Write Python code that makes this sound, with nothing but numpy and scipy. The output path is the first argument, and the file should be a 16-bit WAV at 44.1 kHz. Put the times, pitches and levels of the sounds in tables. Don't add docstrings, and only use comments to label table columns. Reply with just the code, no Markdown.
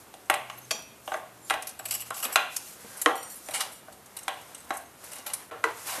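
import sys
import numpy as np
from scipy import signal
from scipy.fft import rfft, irfft
from scipy.io import wavfile
from scipy.ndimage import uniform_filter1d

SR = 44100
rng = np.random.default_rng(int(sys.argv[2]) if len(sys.argv) > 2 else 0)


def field_ratio(decibels):
    return 10 ** (np.asarray(decibels, dtype=float) / 20)


def generate_wav(sig):
    pcm = np.round(np.clip(np.atleast_2d(sig).T, -1, 1) * 32767).astype(np.int16)
    wavfile.write(sys.argv[1], SR, pcm)


N = 264600
SIZE = 8192
ROD_S = .7085

# pitch_hz, level_db, t60_s
FRAME_BODY = [(293, -11, 0.016), (530, -6, 0.005), (561.5, -8, 0.02), (622, -7, 0.025), (729, 0, 0.016)]
FRAME = [(896, -5, 0.032), (900, -6, 0.03), (1108, -2, 0.019), (1274, 0.5, 0.019), (1418, 4.5, 0.011),
         (1500, 4, 0.013), (1588, -1, 0.015), (1766, -10, 0.011)]
BRACKET = [(1975, 2.5, 0.0069), (2274, -1, 0.014), (2430, -3, 0.013), (2840, -2, 0.023),
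           (3240, -0.5, 0.0056), (3460, -5, 0.022), (3900, 6, 0.0052), (3920, 3, 0.015),
           (4560, -7.5, 0.0029), (4740, -13, 0.0028)]
STEEL = [(5200, 11.5, 0.00068), (6270, 8.5, 0.002), (7620, 7, 0.0022), (8300, -7.5, 0.012),
         (8680, -2.5, 0.0071)]
STEEL_GLINT = [(9550, 8, 0.002), (10950, -19, 0.0048), (11200, -38, 0.0016), (11570, 3, 0.0023),
               (13000, -7, 0.0042)]
# pitch_hz, level_db, t60_s
ROD_TAP = [
    [(4550, 0.5, 0.0078), (5860, -5.5, 0.014), (6450, -1, 0.0073), (7430, -1, 0.013), (8360, -6, .01)],
    [(9200, -3, 0.0067), (10300, 1, .01), (11600, 1, .008), (12600, -8, 0.007)],
    [(1120, -9, .015), (1600, 0, 0.0076), (2000, -3.5, 0.021), (2540, 1, .01), (3260, 1.5, 0.014), (3700, -1, .01)],
]


def unit(x):
    return x / np.sqrt(np.mean(x ** 2))


def band(x, lo_hz, hi_hz):
    edges_hz = [lo_hz, min(hi_hz, .45 * SR)]
    return signal.sosfilt(signal.butter(2, edges_hz, "bandpass", fs=SR, output="sos"), x)


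def ring(modes, strength, size=SIZE, slower=1):
    hz, db, t60 = np.transpose(modes)[:, :, None]
    t = np.arange(size) / SR
    level = strength[:len(modes), None] * field_ratio(db)
    decay = 1000. ** (-t / (slower * t60))
    return np.sum(level * np.sin(2 * np.pi * hz * t) * decay, axis=0)


def add(out, s, sound):
    i = int(s * SR)
    out[i:i + len(sound)] += sound[:N - i]


def walk(rate, size=N):
    k = int(SR / rate)
    held = np.repeat(rng.standard_normal(size // k + 1), k)
    return 1.2 * uniform_filter1d(held, k)[:size]


def tones(rows, width, edge, flicker_db, rate):
    out = np.zeros(N)
    for start, end, hz, db in rows:
        t = np.arange(int((end - start) * SR)) / SR
        gate = np.clip(np.minimum(t, end - start - t) / (edge * (end - start)), 0, 1)
        phase = 2 * np.pi * np.cumsum(hz * (1 + width * walk(rate, len(t)))) / SR
        level = np.sqrt(2) * field_ratio(db + flicker_db * walk(rate, len(t)))
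        add(out, start, level * gate * np.sin(phase))
    return out


def contact(part_db, parts, length, rise, lead, grit_db, spot_db, rattle, fine=0, panels=None):
    size = 2 * SIZE if rattle else SIZE // 2
    t = np.arange(size) / SR
    chance = rng.standard_normal((3, size))
    grit = chance[0] * field_ratio(grit_db * chance[1])
    rising = np.clip((t + 1e-4) / (rise * length + 1e-4), 0, 1)
    chatter = (rising * np.exp(-t / length) * grit)[:SIZE // 2]
    chatter[int(.0009 * SR) if rattle else 0] += lead
    sound = np.zeros(2 * SIZE)
    for k, modes in enumerate(parts):
        sign = (-1.) ** (np.arange(16) + sum(map(len, parts[:k])))
        strength = field_ratio(spot_db * chance[2, 16 * k:16 * k + 16]) * sign
        blow = signal.fftconvolve(chatter, ring(modes, strength, size=SIZE // 4))
        peak = np.sqrt(2 * uniform_filter1d(blow ** 2, size=128).max())
        sound[:len(blow)] += blow * field_ratio(part_db[k]) / peak
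        if rattle:
            under_db, t60 = rattle[k]
            panel = ring(panels[k], strength, size=SIZE // 4, slower=.5)
            panel = panel + fine * ring(panels[k], strength, size=SIZE // 4, slower=3.5)
            shaking = np.roll(chance[2], k * SIZE // 2)
            shaken = unit(signal.fftconvolve(shaking, panel)[:2 * SIZE]) * np.clip(t / 0.0055, 0, 1)
            dull = uniform_filter1d(shaken, size=7)
            shaken = dull + (shaken - dull) * 1000. ** (-t / .3)
            sound += field_ratio(part_db[k] - 4.0 + under_db) * shaken * 1000. ** (-t / t60)
    return sound


def knocks(table, boom, thud, clack, length, rattle, fine=.3, glints=5, panels=None):
    def near(modes, db_per_octave):
        return [(hz, db - db_per_octave * abs(np.log2(hz / spot_hz)), t60) for hz, db, t60 in modes]

    out = np.zeros(N)
    steel = STEEL + STEEL_GLINT[:glints]
    low, mid, high = panels or (boom, thud, clack)
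    for s, db, weight, hard, spot_hz in table:
        part_db = (db + weight, db, db + 5 + .62 * hard, db + hard)
        parts = (boom, near(thud, 5), near(clack, 8), steel)
        ringing = (low, near(mid, 5), near(high, 8), steel[1:])
        add(out, s, contact(part_db, parts, length, .3, 45, 8.9, 2.4, rattle, fine, ringing))
    return out


def contacts(table, thud_db, rise, lead, grit_db):
    # pitch_hz, level_db, t60_s
    free_s = (1.78, 2.34)
    shank = [(4720, -9.5, 0.0071), (5310, -10, 0.0091), (6040, -9.5, .008), (6800, -8, .004),
             (7840, 0, 0.012), (8860, -5, .01)], [(9330, -1.5, 0.0054), (10440, -2, 0.0045), (11360, 2.5, 0.0067),
                                 (12200, 0, 0.006), (12900, 2, 0.0037)], [(2140, -2, 0.0048), (2520, 0, 0.0058),
                                                      (2815, 0, 0.014), (3400, 0, 0.0037),
                                                      (3900, -6, 0.0042)]
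    # pitch_hz, level_db, t60_s
    loose_s = [
        (.2, .66),
        (4.18, 4.85),
    ]
    loose = [
        [(5430, -6, .005), (6450, -4, 0.0084), (7300, -4, .006), (8160, 1.5, 0.011), (9060, -3, .012)],
        [(10100, 0, .006), (11450, -1, 0.011), (12600, -5, .008)],
    ]
    # pitch_hz, level_db, t60_s
    palm_s = (3.14, 3.33)
    palm = [
        [(7340, -1, 0.014), (8530, 6, 0.014), (8700, -7, .015), (9300, -3, .012)],
        [(10100, -6, .012), (10700, 0, 0.011), (12100, 0, .012)],
        [(4400, -1, .015), (5750, -2, 0.013)],
    ]
    out = np.zeros(N)
    for s, db, sharp, depth, *length in table:
        high, glint, low = STEEL, STEEL_GLINT, BRACKET
        if free_s[0] < s < free_s[1]:
            high, glint, low = shank
        if any(a < s < b for a, b in loose_s):
            high, glint = loose
        if palm_s[0] < s < palm_s[1]:
            high, glint, low = palm
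        if abs(s - ROD_S) < .005:
            high, glint, low = ROD_TAP
            length = [.0068]
        part_db = (db, db + sharp, db + depth, db + thud_db + 1.48 * depth)
        parts = (high, glint, low, FRAME_BODY[1:] + FRAME)
        length_s = length[0] if length else .0076
        add(out, s, contact(part_db, parts, length_s, rise, lead, grit_db, 2.5, None))
    return out


def air():
    # pitch_hz, level_db (per Hz)
    spectrum = [(20, -25), (65, 3.5), (236, 6.5), (928, 1.5), (1480, -3), (2560, -6), (5360, -10),
                (11200, -7.5)]
    hz, db = np.transpose(spectrum)
    f = np.arange(N // 2 + 1) * SR / N + 1
    colour = field_ratio(np.interp(np.log(f), np.log(hz), db))
    return field_ratio(-53) * unit(irfft(rfft(rng.standard_normal(N)) * colour, N))


def sleeve():
    # start_s, length_s, level_db, weight_db
    strokes = [(-.1, 0.16, -57.5, -39), (0.425, 0.41, -58.5, -16), (0.716, 0.12, -60.5, 10),
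               (1.011, 0.2, -51, -74), (1.445, 0.13, -50, -27), (1.82, 0.22, -46.5, -13),
               (2.047, 0.056, -49.5, -8), (2.123, 0.16, -41.5, -39), (2.207, 0.17, -51, 9),
               (2.49, 0.12, -47.5, -19), (2.571, 0.22, -47, -20), (2.72, 0.44, -48.5, -4),
               (3.187, 0.45, -51.5, -23), (3.44, 0.32, -52.5, 6.5), (4.02, 0.79, -57.5, 1.5),
               (4.657, 0.2, -57.5, 5), (4.96, 0.3, -50.5, -3), (5.177, 0.33, -54.5, 2),
               (5.481, 0.15, -70.5, 22.5), (5.623, 0.13, -52.5, 11.5), (5.714, 0.29, -45, -4.5),
               (5.837, 0.14, -37, -8), (5.916, 0.18, -39, -1)]
    # low_hz, high_hz
    weave = [
        (5500, 13500),
        (1750, 5500),
        (450, 1750),
    ]
    rest_db = (-65, -90, -62)
    t = np.arange(0, N, 64) / SR
    effort = np.outer(field_ratio(np.array(rest_db)) ** 2, np.ones(len(t)))
    for s, length, db, weight in strokes:
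        gate = np.clip(np.minimum(t - s, s + length - t) / (.28 * length), 0, 1)
        region_db = db + np.array([0, -6 + .25 * weight, weight])
        effort = effort + np.outer(field_ratio(region_db), gate) ** 2
    grains = rng.standard_normal(N) * field_ratio(2.9 * rng.standard_normal(N))
    out, drag = 0, .8 * walk(30)
    for (lo_hz, hi_hz), power in zip(weave, effort):
        flicker = field_ratio(drag + .7 * walk(60))
        level = np.interp(np.arange(N) / SR, t, np.sqrt(power))
        out = out + unit(band(np.roll(grains, lo_hz), lo_hz, hi_hz)) * level * flicker
    return out


def washer():
    # start_s, length_s, pitch_hz, level_db
    songs = [(.52, .03, 6350, -61), (.57, .02, 6350, -57), (.615, .05, 6350, -60), (.56, .04, 12600, -59),
             (.6, .07, 11400, -66), (1.08, .08, 6350, -68), (2.86, .12, 1600, -57), (1.4, .1, 7250, -60),
             (1.41, .09, 10650, -61), (4.28, .09, 2890, -50), (4.28, .07, 3150, -54),
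             (4.36, .07, 2890, -60), (4.19, .06, 9200, -60), (.338, .04, 9200, -54),
             (1.497, .05, 9200, -52), (1.135, .015, 6350, -52), (.135, .02, 9300, -60),
             (5.258, .025, 9600, -50), (1.41, .09, 8800, -67), (4.55, .1, 8050, -61),
             (4.84, .07, 6400, -66), (4.84, .07, 8100, -68)]
    rows = [(s, s + length, hz, db) for s, length, hz, db in songs]
    return tones(rows, width=.004, edge=.3, flicker_db=5, rate=150)


def frame_knocks():
    # start_s, force_db, weight_db, hardness_db, struck_spot_hz
    blows = [(0.139, -56, 19, 11, 3900), (0.298, -16, -0.5, -3.5, 1900), (0.34, -32, -4, 6, 2220),
             (0.498, -33.5, -3.5, -7.5, 1870), (1.076, -32, 3, -10, 2800), (1.118, -25, 0.5, -22, 1590),
             (1.1403, -24.5, -1.5, -16.5, 1500), (1.498, -28.5, -11, 2, 3700),
             (1.506, -18, -2.5, -10, 2000), (1.538, -29.5, 3, -5.5, 2780), (1.7955, -36, 0, -19, 1500),
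             (2.1058, -25, -5, -21, 1500), (2.357, -11.5, -6.5, -5.5, 2880), (2.848, -60, 3, 4, 1900),
             (3.486, -46.5, 15, 12, 1920), (3.882, -43, 5.5, -29, 1850), (4.28, -25.5, 1, -4, 3040),
             (4.705, -23.5, 3, -14.5, 1600)]
    # level_db (relative to the blow), t60_s
    rattle = [
        (-12.5, 0.32),
        (-9, 0.37),
        (-10.5, 0.35),
        (5.5, 0.04),
    ]
    # pitch_hz, level_db, t60_s
    panels = [(300, -28, 0.0087), (568, -9.5, 0.0073), (690, -2.5, 0.026), (729, -4.5, 0.017)], [(850, -12.5, 0.02), (1007, -1.5, 0.0091), (1122, 3, 0.011),
                                 (1400, -4.5, 0.019), (1600, -0.5, 0.0088)], [(1960, 0, .013), (2250, -3, .012), (2470, 0, .012),
                                                    (2800, 0, .012), (3200, -1, .014), (3560, -4, .012),
                                                    (3900, -4, .014), (4200, -13, .012)]
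    return knocks(blows, FRAME_BODY, FRAME, BRACKET, .0032, rattle, panels=panels)


def walls(x):
    # pitch_hz, t60_s, level_db
    bands = [(358, 0.19, -12), (700, 0.41, -10), (1330, 1, -29.5), (2800, 0.66, -18.5), (5200, 0.38, -19),
             (11900, 0.41, -19)]
    t = np.arange(SR // 2) / SR
    onset = np.clip((t - .004) / 0.0013, 0, 1)
    echo = 0
    for hz, t60, db in bands:
        noise = band(rng.standard_normal(len(t)), hz / 1.31, hz * 1.39)
        tail = noise * onset * 1000. ** (-t / t60)
        echo = echo + field_ratio(db) * tail / np.sqrt(np.sum(tail ** 2)) * np.sqrt(hz / SR)
    return 3.49 * signal.fftconvolve(x, echo)[:N]


def thread_ticks():
    # start_s, force_db, sharpness_db, depth_db (into the mount)
    ticks = [(0.2568, -53, -9, -17), (0.575, -60, 15, 10), (0.708, -21, -6.5, -1), (0.822, -49, 2, -11),
             (1.6226, -35.5, 2.5, -7), (1.6706, -33, 3, -10), (1.691, -37, 2, -40), (1.71, -46, -8, -16),
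             (2.5637, -23.5, 1, -16), (3.0155, -24.5, 2, -14), (3.1536, -37, -4, -10), (3.228, -39, -3, -4),
             (3.5084, -43, 7, 1), (3.924, -46.5, -1.5, -8), (4.0587, -47.5, 0, -18),
             (4.167, -35.5, 5.5, -4), (4.1874, -36.5, -7, -8.5), (4.2298, -40.5, -4, -13),
             (4.413, -48.5, 1, -12), (4.5461, -34.5, -10, -9.5), (4.769, -35, 1, -24),
             (4.811, -50, -2.5, -14), (5.04, -53.5, 15, -19), (5.3346, -25.5, 4, -9.5)]
    spins = [
        (1.854, -30.5, 0.5, -4),
        (1.884, -38, 0, -4.5),
        (1.9083, -24.5, 1, -7.5),
        (1.9191, -28.5, 0, -7),
        (1.9386, -28.5, 0, -6),
        (1.947, -28, 2, -8),
        (1.995, -43, 0, 0),
        (2.0097, -35, 2.5, -7),
        (2.02, -38.5, -10, -1.5),
        (2.142, -38, -7, -6),
    ]
    return contacts(ticks + spins, -6.5, rise=0.24, lead=3.3, grit_db=-2.5)


def engines():
    # start_s, end_s, pitch_hz, level_db
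    drones = [
        (0.28, .75, 122, -60.5),
        (.7, 1.6, 120, -66.5),
        (1.81, 2.154, 119.7, -61.5),
        (0.58, 2.16, 74.1, -72),
        (4.5, 5.1, 75.3, -71),
        (5.55, 6.2, 111.1, -63),
    ]
    return tones(drones, width=0.027, edge=0.096, flicker_db=-1.5, rate=9.8)


def thread_nudges():
    # start_s, force_db, sharpness_db, depth_db
    nudges = [(4.34, -49, -1, -14), (4.478, -53, -9, -16), (4.532, -60, -8, -14), (4.578, -44, -6, -11),
              (4.603, -44.5, -7, -12), (4.645, -52, -4, -16), (4.692, -50, 3, -18), (.647, -56, 2, -12),
              (1.165, -49, 2, -16), (5.132, -39, 4, -4), (5.155, -43, 6, -12), (5.184, -43, 2, -10),
              (5.3, -44, 0, -2), (5.4, -50, 0, -14)]
    return contacts(nudges, -6.5, rise=.1, lead=3, grit_db=1)


def rod():
    # pitch_hz, level_db, t60_s
    modes = [(2433, -8, .35), (3252, -4, .4), (3300, -3, .05), (3688, -8, .3), (4474, -7, .22),
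             (4750, -3, .03), (5722, -2, .3), (5815, 1, .35), (6535, -4, .42), (7267, -1, .13),
             (8500, -6, .08), (10570, -5, .17), (11490, -9, .15), (12340, -5, .16)]
    out, t = np.zeros(N), np.arange(SIZE // 2) / SR
    chatter = (t == 0) + .012 * rng.standard_normal(len(t)) * np.exp(-t / .03)
    chatter[int(.042 * SR)] += .3
    add(out, ROD_S, field_ratio(-38) * signal.fftconvolve(chatter, ring(modes, np.ones(len(modes)))))
    clamp = sum(ROD_TAP, [])
    clamp_ring = ring(clamp, np.ones(len(clamp)), size=SIZE // 8)
    rattle = unit(signal.fftconvolve(rng.standard_normal(SIZE), clamp_ring)[:SIZE])
    add(out, ROD_S, field_ratio(-50) * rattle * 1000. ** (-np.arange(SIZE) / SR / .2))
    return out


def bumps():
    # start_s, level_db, pitch_hz, t60_s
    knuckles = [
        (.715, -47, 300, 0.11),
        (0.744, -45, 220, 0.092),
        (0.791, -51, 187, 0.074),
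        (2.256, -40, 248, .08),
        (2.845, -41.5, 224, 0.065),
        (3.487, -44, 290, .05),
        (5.19, -47.5, 250, .07),
        (5.982, -38.5, 271, 0.053),
    ]
    out, onset = np.zeros(N), np.clip(np.arange(SIZE) / SR / .0013, 0, 1)
    for s, db, hz, t60 in knuckles:
        modes = [(hz, db, t60), (hz * 2.08, db + 2, t60)]
        add(out, s, onset * ring(modes, np.ones(2)))
    return out


def thread_scrapes():
    # start_s, force_db, sharpness_db, depth_db, length_s
    scrapes = [(2.1994, -42, 10, 1.5, 0.004), (2.2236, -29.5, 2, 0.5, 0.019), (2.2494, -33, 8, 5, 0.0061),
               (2.321, -30.5, 0.5, -13, 0.019), (2.9682, -49, 14, -16, 0.017),
               (3.2946, -41.5, 0, -14, 0.045), (3.352, -56, 17.5, -6, 0.022),
               (3.5343, -27.5, 1, -1.5, 0.032), (3.592, -39.5, -4, 8, 0.03),
               (3.6038, -24, -0.2, -2.5, 0.011), (3.714, -46, 5, -19, 0.027),
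               (4.732, -42, -0.5, -19, 0.023), (5.115, -40.5, 2, -6, 0.01), (5.15, -50, 5, 5, 0.041),
               (5.261, -35.5, 3.5, 0.5, 0.017), (5.2965, -48, -6, 7.5, 0.013),
               (1.7899, -34.5, -2.5, -7.5, 0.0069),
        (1.9265, -37, 2, 0, 0.0043),
        (1.954, -38, -2, 1, 0.0034),
        (2.003, -37, 5, -12, 0.0054),
        (2.1032, -34.5, -0.5, -13, 0.0036),
        (2.165, -43, 8, 2, .008),
        (2.178, -40, 4, -3, 0.0039),
        (2.189, -43, 2, -4, .004),
        (2.239, -30, -2, -8, 0.0064),
    ]
    return contacts(scrapes, -4, rise=.4, lead=0, grit_db=3.5)


def tray_drops():
    # start_s, force_db, weight_db, hardness_db, struck_spot_hz
    drops = [
        (3.0592, -10.5, -4, -10, 2110),
    ]
    late_tail = [
        (5.511, -39, 0.008, -14, 2300),
    ]
    # pitch_hz, level_db, t60_s
    tray, rim = [(299, -8, 0.16), (478, -7.5, 0.04), (548, -4.5, 0.037), (613, -2, 0.022),
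                 (780, -3.5, 0.017)], [(865, 5, 0.009), (1020, 5.5, 0.017), (1066, 2.5, 0.027), (1358, 4.5, 0.016),
                               (1495, -4, 0.0058), (1614, -9.5, 0.024)]
    edge, side = [(1896, -3, 0.022), (2070, -6, 0.013), (2300, -1, 0.014), (2370, 0.5, 0.009),
                  (2730, -10, 0.005), (2900, -13, 0.0091), (3160, 2, 0.0084), (3480, -5, 0.013),
                  (3700, -2, 0.0038), (4360, -15, 0.0063)], [(1950, 0, .01), (2200, -2, .008), (2560, -5, .008), (2800, -7, .008),
                                     (3170, -8, .008), (3700, -12, .007), (4070, -13, .007),
                                     (4530, -14, .006), (5230, -16, .006)]
    # level_db (relative to the blow), t60_s
    rattle = [
        (-8, 0.39),
        (-7, 0.28),
        (-12, 0.29),
        (-17, 0.31),
    ]
    loose = [(db + 10.5, t60) for db, t60 in rattle]
    out = knocks(drops, tray, rim, edge, .004, rattle, fine=.08, glints=1, panels=(tray, rim, side))
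    return out + knocks(late_tail, tray, rim, BRACKET, 0.0028, loose)


def bolt():
    # pitch_hz, width_hz, level_db
    resonances = [(4460, 33, -9), (5750, 35, -2), (7190, 32, -1), (8340, 110, 3), (8760, 28, -3),
                  (9160, 100, -2), (10100, 38, -3), (10500, 54, -7), (12300, 27, -5), (13000, 33, -9)]
    # start_s, length_s, level_db
    jingle = [
        (3.15, .2, -48),
        (3.44, .12, -52),
        (3.74, .08, -57),
    ]
    # start_s, strength (ratio)
    touches = [
        (3.159, 1.1),
        (3.178, 2.4),
        (3.209, .6),
        (3.23, 1.7),
        (3.262, 0.75),
        (3.3, 2.5),
        (3.325, 0.78),
        (3.46, 1),
        (3.51, 1.1),
        (3.76, 2.3),
    ]
    t, shakes = np.arange(N) / SR, 0
    for s, length, db in jingle:
        gate = np.clip(np.minimum((t - s) / .015, (s + length - t) / .02), 0, 1)
        shakes = shakes + gate * field_ratio(db - 20 * np.maximum(t - s, 0))
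    taps = .035 * rng.standard_normal(N)
    for s, strength in touches:
        add(taps, s, strength * rng.standard_normal(size=24) / 5)
    modes = [(hz, db, 3.8 / width) for hz, width, db in resonances]
    return shakes * unit(signal.fftconvolve(taps, ring(modes, np.ones(len(modes))))[:N])


def nut_drop():
    # start_s, force_db, weight_db, hardness_db, struck_spot_hz
    drop = [
        (5.6395, -13.5, -14.5, -15.5, 1900),
    ]
    # pitch_hz, level_db, t60_s
    low, mid, high = [(317, -1, 0.036), (455, -1, 0.064), (714, -7, 0.046)], [(860, -12, 0.021), (993, -1, 0.024), (1115, -1, 0.02),
                                       (1268, -1, 0.027), (1500, -2.5, 0.011), (1640, -7, 0.008)], [(1990, -1, 0.036), (2720, 5, 0.0042),
                                                        (2930, 1, 0.022), (3400, 2.5, 0.0046),
                                                        (4020, -2.5, 0.021), (4400, -4, 0.0078),
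                                                        (5260, -7, 0.0068)]
    rattle = [
        (-0.5, 0.27),
        (-10, 0.24),
        (-14.5, 0.3),
        (-1, 0.086),
    ]
    return knocks(drop, low, mid, high, .004, rattle, fine=.15)


def button_drags():
    # start_s, force_db, sharpness_db, depth_db, length_s
    drags = [
        (5.875, -46, 3, 10, 0.032),
        (5.915, -48.5, -6, 11.6, 0.017),
        (5.948, -48, -6, 7, 0.024),
    ]
    return contacts(drags, -4, rise=.4, lead=0, grit_db=3.5)


def scene():
    metal = frame_knocks() + thread_ticks() + thread_nudges() + rod() + thread_scrapes()
    metal = metal + tray_drops() + bolt() + nut_drop() + button_drags()
    for low_hz in (300, 280, 190):
        metal = band(metal, low_hz, 20000)
    return (metal + walls(metal) + washer() + bumps() + sleeve() + engines() + air())[None]


def top_cut(x):
    return signal.sosfilt(signal.butter(12, 14900, fs=SR, output="sos"), x)


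def record(dry):
    gap_s, gap_length_s, top_hz = 5.507, 0.0047, 13600
    gate = np.clip(np.abs(np.arange(N) / SR - gap_s) / gap_length_s, .1, 1)
    cut = signal.sosfilt(signal.ellip(10, .2, 48, top_hz, fs=SR, output="sos"), dry * gate)
    mix = signal.sosfilt(signal.butter(1, 30, "highpass", fs=SR, output="sos"), cut)
    return top_cut(mix)


dry = scene()
out = record(dry)
generate_wav(out)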